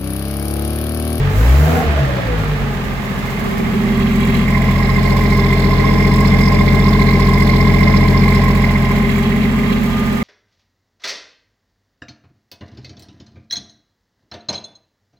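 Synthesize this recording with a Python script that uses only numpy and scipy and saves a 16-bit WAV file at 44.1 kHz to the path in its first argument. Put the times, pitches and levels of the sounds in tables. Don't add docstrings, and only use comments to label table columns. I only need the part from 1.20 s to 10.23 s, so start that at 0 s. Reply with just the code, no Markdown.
import sys
import numpy as np
from scipy import signal
from scipy.fft import rfft, irfft, next_fast_len
from scipy.io import wavfile
from scipy.ndimage import map_coordinates

SR = 44100
rng = np.random.default_rng(int(sys.argv[2]) if len(sys.argv) > 2 else 0)


def generate_wav(signal):
    frames = np.transpose(np.atleast_2d(signal))
    scaled = np.clip(frames, -1, 1) * 32767
    pcm = np.round(scaled).astype(np.int16)
    wavfile.write(sys.argv[1], SR, pcm)


def volts_from_decibels(level):
    exponent = np.asarray(level, float) / 20
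    return 10 ** exponent


N = 398223
TIME = np.arange(N) / SR
LEFT_RIGHT = np.array([[0.5], [-0.5]])

CYLINDER_DB = [5.5, -1.5, 5, 4, 2, 4.5]


def exhaust(fired, now):
    # (crankshaft order [cycles per turn], level beside the body [dB], level at the pipe [dB])
    boom_orders = [(4, -28, -13), (8, -35, -23), (9.5, -45, -35), (10, -17, -11), (11, -30, -14),
                   (12, -5.5, -4.5), (12.5, -38, -43), (13, -15, -4), (13.5, -26, -15), (14, -1, 0),
                   (14.5, -31, -39), (15, -2, -8.5), (15.5, -34, -43), (16, -3.5, -13), (17, -9.5, -28),
                   (18, -18, -13), (19, -25, -18), (20, -31, -23), (21, -42, -11.5), (22, -24, -18),
                   (24, -55, -27), (29, -26, -13.5), (30, -48, -13), (31, -50, -23), (33.5, -74, -46)]
    # (frequency [Hz], level per Hz [dB])
    rumble_spectrum = [(30, -22), (45, -1), (100, -37), (200, 11), (260, -1), (330, -5), (430, -5.5),
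                       (600, -35.5), (900, -56)]
    shaft = 2 * np.pi * fired / 3
    near = now["aim"]
    low_db = multiples(now)
    low = volts_from_decibels(low_db[0]) * np.cos(3 * shaft)
    low += volts_from_decibels(low_db[1] + 0.4 * wobble(9)) * np.cos(6 * shaft + 1.1 * (1 - near))
    low -= volts_from_decibels(low_db[2] + 0.4 * wobble(9)) * np.cos(9 * shaft + 1.1 * (1 - near) - 0.3)

    boom = np.zeros(N)
    for order, far_db, near_db in boom_orders:
        if order % 3 == 0:
            phase = np.pi + 0.4 - 0.9 * near
        else:
            phase = 1.1 * (order - 14) - near + np.pi * (6 < order < 11.5)
        level = volts_from_decibels(far_db + near * (near_db - far_db) + 0.8 * wobble(7))
        boom += level * np.cos(order * shaft + phase + 0.12 * wobble(6))

    rumble = coloured(noise_pair(0), lambda hz: volts_from_decibels(along(rumble_spectrum, hz)), lean=0)
    boom_db = -18.5 + now["silencer_db"]
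    rumble_db = -26.275 + 0.65 * now["silencer_db"]
    return np.sqrt(2) * (low + volts_from_decibels(boom_db) * boom) + volts_from_decibels(rumble_db) * rumble


def multiples(now):
    # (frequency [Hz], width [Hz], level [dB])
    footwell = [(43, 4.7, -13.5), (52.4, 6, -14), (70.4, 34, -8), (140.7, 16.5, -9), (255.7, 17, -4)]
    # (frequency [Hz], width [Hz], level [dB])
    bulkhead = [(63, 18, -4), (107, 17, -8.5), (158.7, 15, -9.5)]
    load_db = [-5.5, 0.5, -7.5]
    # (level at 1 m [dB], fall with distance [1 = spherical])
    outdoors = [(-17, 0.92), (-17.5, 1.26), (-17, 0.77)]
    # (time [s], length [s], level [dB])
    stumbles = [
        (.63, .035, -13),
        (.84, .03, -12),
        (.96, .07, -15),
        (1.23, .04, -6),
    ]
    throttle, inside = now["throttle"], now["inside"]
    levels = []
    for k, (db, fall) in enumerate(outdoors, 1):
        hz = k * now["rate"]
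        cab = ring_size(footwell, hz) * volts_from_decibels(load_db[k - 1] * throttle) + 0.0053
        if k < 3:
            cab = cab + throttle ** 2 * ring_size(bulkhead, hz)
        cab_db = 20 * np.log10(cab) + 3 * (1 - 0.47 * throttle) * wobble(19)
        if k == 1:
            cab_db = cab_db + bumps(stumbles)
        levels.append(inside * cab_db + (1 - inside) * (db + fall * now["pipe_db"]))
    return levels


def ring_size(table, hz):
    return sum(np.abs(modes([row])(hz)) for row in table)


def tailpipe(fired, now):
    ring_1 = [(1047, 70, 0)]
    ring_2 = [(2099, 90, 0)]
    ring_aslant = [(2282, 130, 0), (1958, 185, 1), (2260, 500, -5)]
    hollow_modes = [(503, 114, -6.5), (588, 43, -2), (644.6, 23, -1.5), (686, 29, -2), (812.4, 41, -2),
                    (1648, 37, -5)]
    lip_modes = [(3497, 440, -3), (4200, 920, 0), (5120, 620, -2.5)]
    arch_modes = [(3296, 170, 7), (3790, 950, 2.5), (2710, 590, 5.5)]
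    shield_modes = [(7360, 850, 11), (7850, 420, 12), (11300, 6100, 5), (14000, 2500, -27)]
    # (level at 1 m [dB], fall with distance [1 = spherical],
    # change out of sight [dB], change in the footwell [dB])
    pipe_layers = [
        (-23, 1, -3.5, -20.5),
        (-25, 0.84, -3, -13),
        (-33.5, 0.96, 2.5, -38),
        (-50, 0.59, 1.5, -35),
    ]
    # (time [s], length [s], level [dB])
    sputters = [(3.0, .1, 6), (3.3, 0.16, 3), (4.95, 0.13, 6.5), (5.7, 0.18, 0), (7.15, 0.092, 4)]

    near = now["aim"]
    hidden = np.clip(1 - near / 0.4, 0, 1)
    layer_db = []
    for db, fall, hide_db, cab_db in pipe_layers:
        layer_db.append(db + fall * now["pipe_db"] + hide_db * hidden + cab_db * now["inside"])
    first_db, second_db, hiss_db, tick_db = layer_db
    hiss_db = hiss_db + 0.17 * bumps(sputters)
    tick_db = tick_db + bumps(sputters)

    gate = puffs(fired, opens=0.1, rise=0.2, decay=0.6, scatter_db=5, depth=0.55)
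    breath = gate * coloured(noise_pair(0.1), modes(hollow_modes), lean=0.3)
    hollow = 0.5 * breath + 0.87 * coloured(blowdown(fired), modes(hollow_modes), lean=0.3)

    gate = puffs(fired, opens=0.35, rise=0.3, decay=0.6, scatter_db=3.5, depth=0.62)
    first = gate * whistle(ring_1, wander=1.9, steady=0.75)

    gate = puffs(fired, opens=0.45, rise=0.25, decay=0.5, scatter_db=4, depth=0.62)
    aslant = volts_from_decibels(0.5 - 7.4 * near) * coloured(noise_pair(0.073), modes(ring_aslant))
    second = gate * (whistle(ring_2, wander=1.73, steady=0.35) + aslant)

    lip = sum(volts_from_decibels(row[2]) * coloured(eddy(fired), modes([row]), lean=2.8) for row in lip_modes)
    round_body = coloured(eddy(fired), modes(arch_modes))
    hiss = near * volts_from_decibels(-5.5) * lip + (1 - near) * round_body

    gate = puffs(fired, opens=0.55, rise=0.08, decay=0.35, scatter_db=7, depth=1)
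    ticks = coloured(gate * noise_pair(0.4), modes(shield_modes))

    rings = volts_from_decibels(first_db - 8 + 1.9 * near) * hollow + volts_from_decibels(first_db - 2) * first + volts_from_decibels(second_db - 1.5) * second
    return rings + volts_from_decibels(hiss_db) * hiss + volts_from_decibels(tick_db) * ticks


def blowdown(fired):
    cylinder_late = [0.0043, 0.056, -0.055, 0.0106, 0.0805, -0.041]
    which = np.arange(1, int(fired[-1]))
    chance = rng.standard_normal((len(which), 2))
    opening = which + 0.4 + np.take(cylinder_late, which % 6) + 0.004 * chance[:, 0]
    at = np.searchsorted(fired, opening)
    size = volts_from_decibels(3.7 * np.take(CYLINDER_DB, which % 6) + 0.56 * chance[:, 1])
    pulses = np.bincount(at, size, N)[:N]
    return ports(np.array([pulses, pulses]))


def whistle(ring, wander, steady):
    tone = np.cos(2 * np.pi * ring[0][0] * TIME + wander * wobble(45))
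    tone = coloured(ports(np.array([tone, tone])), lambda hz: 1)
    return steady * tone + np.sqrt(1 - steady ** 2) * coloured(noise_pair(0.77), modes(ring))


def eddy(fired):
    gate = puffs(fired, opens=0.5, rise=0.4, decay=1.1, scatter_db=7, depth=0.65)
    return gate * volts_from_decibels(1.5 * wobble(12)) * noise_pair(0.4)


def puffs(fired, opens, rise, decay, scatter_db, depth):
    turn = fired - opens + 1
    which = turn.astype(int)
    chance = rng.uniform(-1, 1, which.max() + 1)[which]
    size_db = np.take(CYLINDER_DB, which % 6) + scatter_db * chance
    u = turn % 1
    gate = volts_from_decibels(size_db) * (1 - np.exp(-(u / rise) ** 2)) * np.exp(-u / decay) * (1 - u ** 6)
    return np.clip(1 - depth, 0, 1) + depth * unit(gate)


def engine_bay(fired, now):
    # (frequency [Hz], level per Hz [dB])
    clatter_spectrum = [(180, -2), (300, -13.5), (405, -6.5), (520, -9.5), (680, -10), (760, -11.5),
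                        (830, -6.5), (920, -12.5), (1180, -10), (1440, -16), (1600, -11), (2070, -14),
                        (3170, -20), (6000, -30.5)]
    air_spectrum = [(3000, -11), (5000, -2), (5900, -3.5), (7200, -1), (8200, -6), (9300, -8.5),
                    (11000, -5.5), (13000, -2.5), (15000, -0.5), (15900, -4.5)]
    # (frequency [Hz], width [Hz], level [dB])
    intake_modes = [(250, 69, -2), (467, 43, -0.5), (644, 52, -1.5), (810, 290, -8.5), (1410, 170, -7),
                    (2550, 510, -17)]
    throttle, revs = now["throttle"], now["revs"]

    gate = puffs(fired, opens=0.28, rise=0.28, decay=0.11, scatter_db=-1, depth=0.14)
    clatter = coloured(volts_from_decibels(0.56 * wobble(12)) * gate * noise_pair(0),
                       lambda hz: volts_from_decibels(along(clatter_spectrum, hz)) / (1 + (hz / 7000) ** 4), lean=0.64)
    clatter_db = -25.5 + 4 * revs ** 0.5

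    depth = 0.26 * (1 - 0.92 * throttle)
    gate = puffs(fired, opens=0.59, rise=0.051, decay=0.93, scatter_db=15, depth=depth)
    air = coloured(volts_from_decibels(0.34 * wobble(2.7)) * gate * noise_pair(-0.0056),
                   lambda hz: volts_from_decibels(along(air_spectrum, hz)), lean=0.18)
    air_db = -43 + 11 * throttle - 4 * now["inside"]

    gate = puffs(fired, opens=0.044, rise=0.066, decay=0.66, scatter_db=13, depth=0.41)
    roar = coloured(gate * noise_pair(0), modes(intake_modes), lean=0.3)
    roar_level = volts_from_decibels(-25.5 + 4.8 * throttle) * revs ** 1.2
    return volts_from_decibels(clatter_db) * clatter + volts_from_decibels(air_db) * air + roar_level * roar


def accessories(fired, now):
    # (crankshaft order [cycles per turn], level [dB])
    fan_orders = [(26, -10), (26.5, -12.5), (27, 1.5), (28, -5.5), (29.5, -37)]
    # (time [s], length [s], level [dB])
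    fan_nulls = [(.36, 0.16, -13.5), (1.75, 0.56, -11.5), (2.3, 0.41, -2), (3.45, 0.25, -12.5),
                 (7.5, 0.38, -5), (8.8, 0.61, -5)]
    shaft = 2 * np.pi * fired / 3
    inside, revs = now["inside"], now["revs"]

    ragged = np.sqrt(np.clip(now["rate"] / 46 - 1, 0, 1))
    fan = 0
    for order, db in fan_orders:
        level = volts_from_decibels(db + 2 * wobble(8) + 5 * ragged * wobble(25))
        phase = order * shaft + 0.25 * wobble(8) + 2.2 * ragged * wobble(45)
        fan = fan + level * np.exp(1j * phase)
    fan_db = -25 + bumps(fan_nulls) - 3 * inside + 3 * revs

    creep = 2 * np.pi * np.cumsum(16 * np.clip(TIME - 8.1, 0, 1)) / SR
    whine = volts_from_decibels(3 * wobble(10)) * np.exp(1j * (81 * shaft + creep + 0.9 * wobble(22)))
    whine_db = -44.5 - 1.1 * now["pipe_db"] - 18 * now["aim"] - 18 * revs - 3 * inside

    apart = np.exp(1j * 1.16 * wobble(3) * LEFT_RIGHT)
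    return np.real(apart * (volts_from_decibels(fan_db) * fan + volts_from_decibels(whine_db) * whine))


def controls():
    # (time [s], firing rate [Hz])
    speed = [(0, 46.8), (.14, 48.8), (.33, 66.5), (.5, 79.3), (.57, 82.8), (.66, 75.8), (.8, 70.8),
             (.98, 62), (1.13, 54.2), (1.3, 49.2), (1.54, 45.2), (1.75, 43.8), (2.3, 43.4), (3.3, 43.4),
             (4, 44.15), (5.6, 44.42), (7.6, 44.25), (9.03, 44.5)]
    # (time [s], hold [s], throttle [0-1])
    blips = [
        (0.07, 0.405, 0.93),
        (0.79, 0.035, 0.16),
    ]
    # (time [s], distance to pipe end [m], distance to silencer [m],
    # looking into the pipe [0-1], left-right turn [dB])
    walk = [(0, 3, 5.7, 0.44, 1), (1.1, 1.8, 8.6, 0, 0.5), (1.45, 9, 3.5, 0.7, 0.5),
            (2.1, 5.3, 3, 0.6, 0.5), (2.45, 4.7, 1.38, 0.16, -2), (2.8, 2.5, 1.12, 0, -1.5),
            (3.22, 2.05, 0.95, 0, 1), (3.33, 1.44, 1.12, 0.6, 0), (3.7, 1.3, 1.38, 0.8, 0),
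            (4.3, 1.17, 1.4, 1, .8), (5, 1.06, 1.03, 0.95, 0.7), (7, 0.99, 0.92, 0.92, 0.6),
            (7.55, 1.28, 1.18, 0.6, 0), (7.9, 1.97, 1.27, .15, .3), (8.3, 2.33, 1.07, 0.04, -0.5),
            (9.03, 4, 1.66, 0, -2.5)]
    open_s, shut_s = 0.11, 0.12
    leaves_s, clear_s = 1.06, 2.03
    rate, = curves(speed)
    pipe_m, silencer_m, aim, turn_db = curves(walk)
    throttle = np.zeros(N)
    for s, hold, depth in blips:
        pressing = (TIME - s) / open_s
        releasing = (s + open_s + hold - TIME) / shut_s + 1
        throttle += depth * np.clip(np.minimum(pressing, releasing), 0, 1)
    return dict(
        rate=rate,
        revs=np.clip((rate - 44.6) / 38, 0, 1),
        throttle=throttle,
        aim=np.clip(aim, 0, 1),
        turn_db=turn_db,
        pipe_db=-20 * np.log10(np.abs(pipe_m)),
        silencer_db=-20 * np.log10(np.abs(silencer_m)),
        inside=np.clip((clear_s - TIME) / (clear_s - leaves_s), 0, 1))


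def noise_pair(alike_shift):
    # (frequency [Hz], likeness [0-1])
    alike = [(60, 0.96), (250, 0.48), (500, 0.77), (1000, 0.14), (2000, 0.067), (4000, 0.15), (8000, 0.17),
             (15000, 0.13)]

    def shares(hz):
        angle = np.arccos(np.clip(along(alike, hz) + alike_shift, 0, 1)) / 2
        return np.array([np.cos(angle), np.sin(angle)])

    mid, side = filtered(rng.standard_normal((2, N)), shares)
    return ports(np.array([mid + side, mid - side]))


def ports(pair):
    # (frequency [Hz], phase [rad])
    lead = [(0, 0), (1120, -0.0), (1890, 7.2), (3190, 10.1), (4050, 13.8), (5000, 14.6), (7750, 21.2),
            (9220, 22.0), (14300, 33.4), (16200, 36.4)]
    return filtered(pair, lambda hz: np.exp(1j * np.interp(hz, *np.transpose(lead)) * LEFT_RIGHT))


def coloured(x, spectrum, lean=1):
    # (frequency [Hz], level [dB])
    port_lean = [(60, -20), (130, 7), (290, -8), (640, 3.5), (1410, -10), (3100, -5.5), (6820, -1.5),
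                 (15000, 17.5)]
    y = filtered(x, lambda hz: spectrum(hz) * volts_from_decibels(lean * along(port_lean, hz) * LEFT_RIGHT))
    return y / np.sqrt(np.mean(y.mean(axis=0) ** 2))


def modes(table):
    def response(f):
        total = 0
        for centre, width, db in table:
            ring = 1j * f * width / (centre * centre - f * f + 1j * f * width)
            total = total + volts_from_decibels(2 * db) * ring ** 2
        return total
    return response


def filtered(x, response):
    m = next_fast_len(N + 8192)
    return irfft(rfft(x, m) * response(np.fft.rfftfreq(m, 1 / SR)), m)[..., :N]


def wobble(rate):
    knots = rng.standard_normal(int(N * rate / SR) + 4)
    return map_coordinates(knots, [TIME * rate], order=3)


def bumps(rows):
    return sum(db * np.exp(-((TIME - s) / length) ** 2) for s, length, db in rows)


def curves(rows):
    s, *columns = np.transpose(rows)
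    return [np.interp(TIME, s, column) for column in columns]


def along(points, hz):
    f, v = np.transpose(points)
    return np.interp(np.log(hz + 1), np.log(f + 1), v)


def unit(x):
    return x / np.sqrt(np.mean(x ** 2) + 1e-20)


def scene():
    now = controls()
    fired = np.cumsum(now["rate"] * (1 + 0.002754 * wobble(5))) / SR
    pan = volts_from_decibels(now["turn_db"] * LEFT_RIGHT)
    bass_and_whine = pan * (exhaust(fired, now) + accessories(fired, now))
    return bass_and_whine + tailpipe(fired, now) + engine_bay(fired, now)


def band_limit(x):
    return signal.sosfilt(signal.butter(12, 16580, fs=SR, output="sos"), x)


def record(dry):
    rounded = dry / (1 + np.abs(dry / 1.05) ** 8) ** (1 / 8)
    limited = filtered(rounded, lambda hz: (hz < 15960) / np.sqrt(1 + (34 / (hz + 1)) ** 12))
    return band_limit(limited)


dry = scene()
out = record(dry)
generate_wav(out)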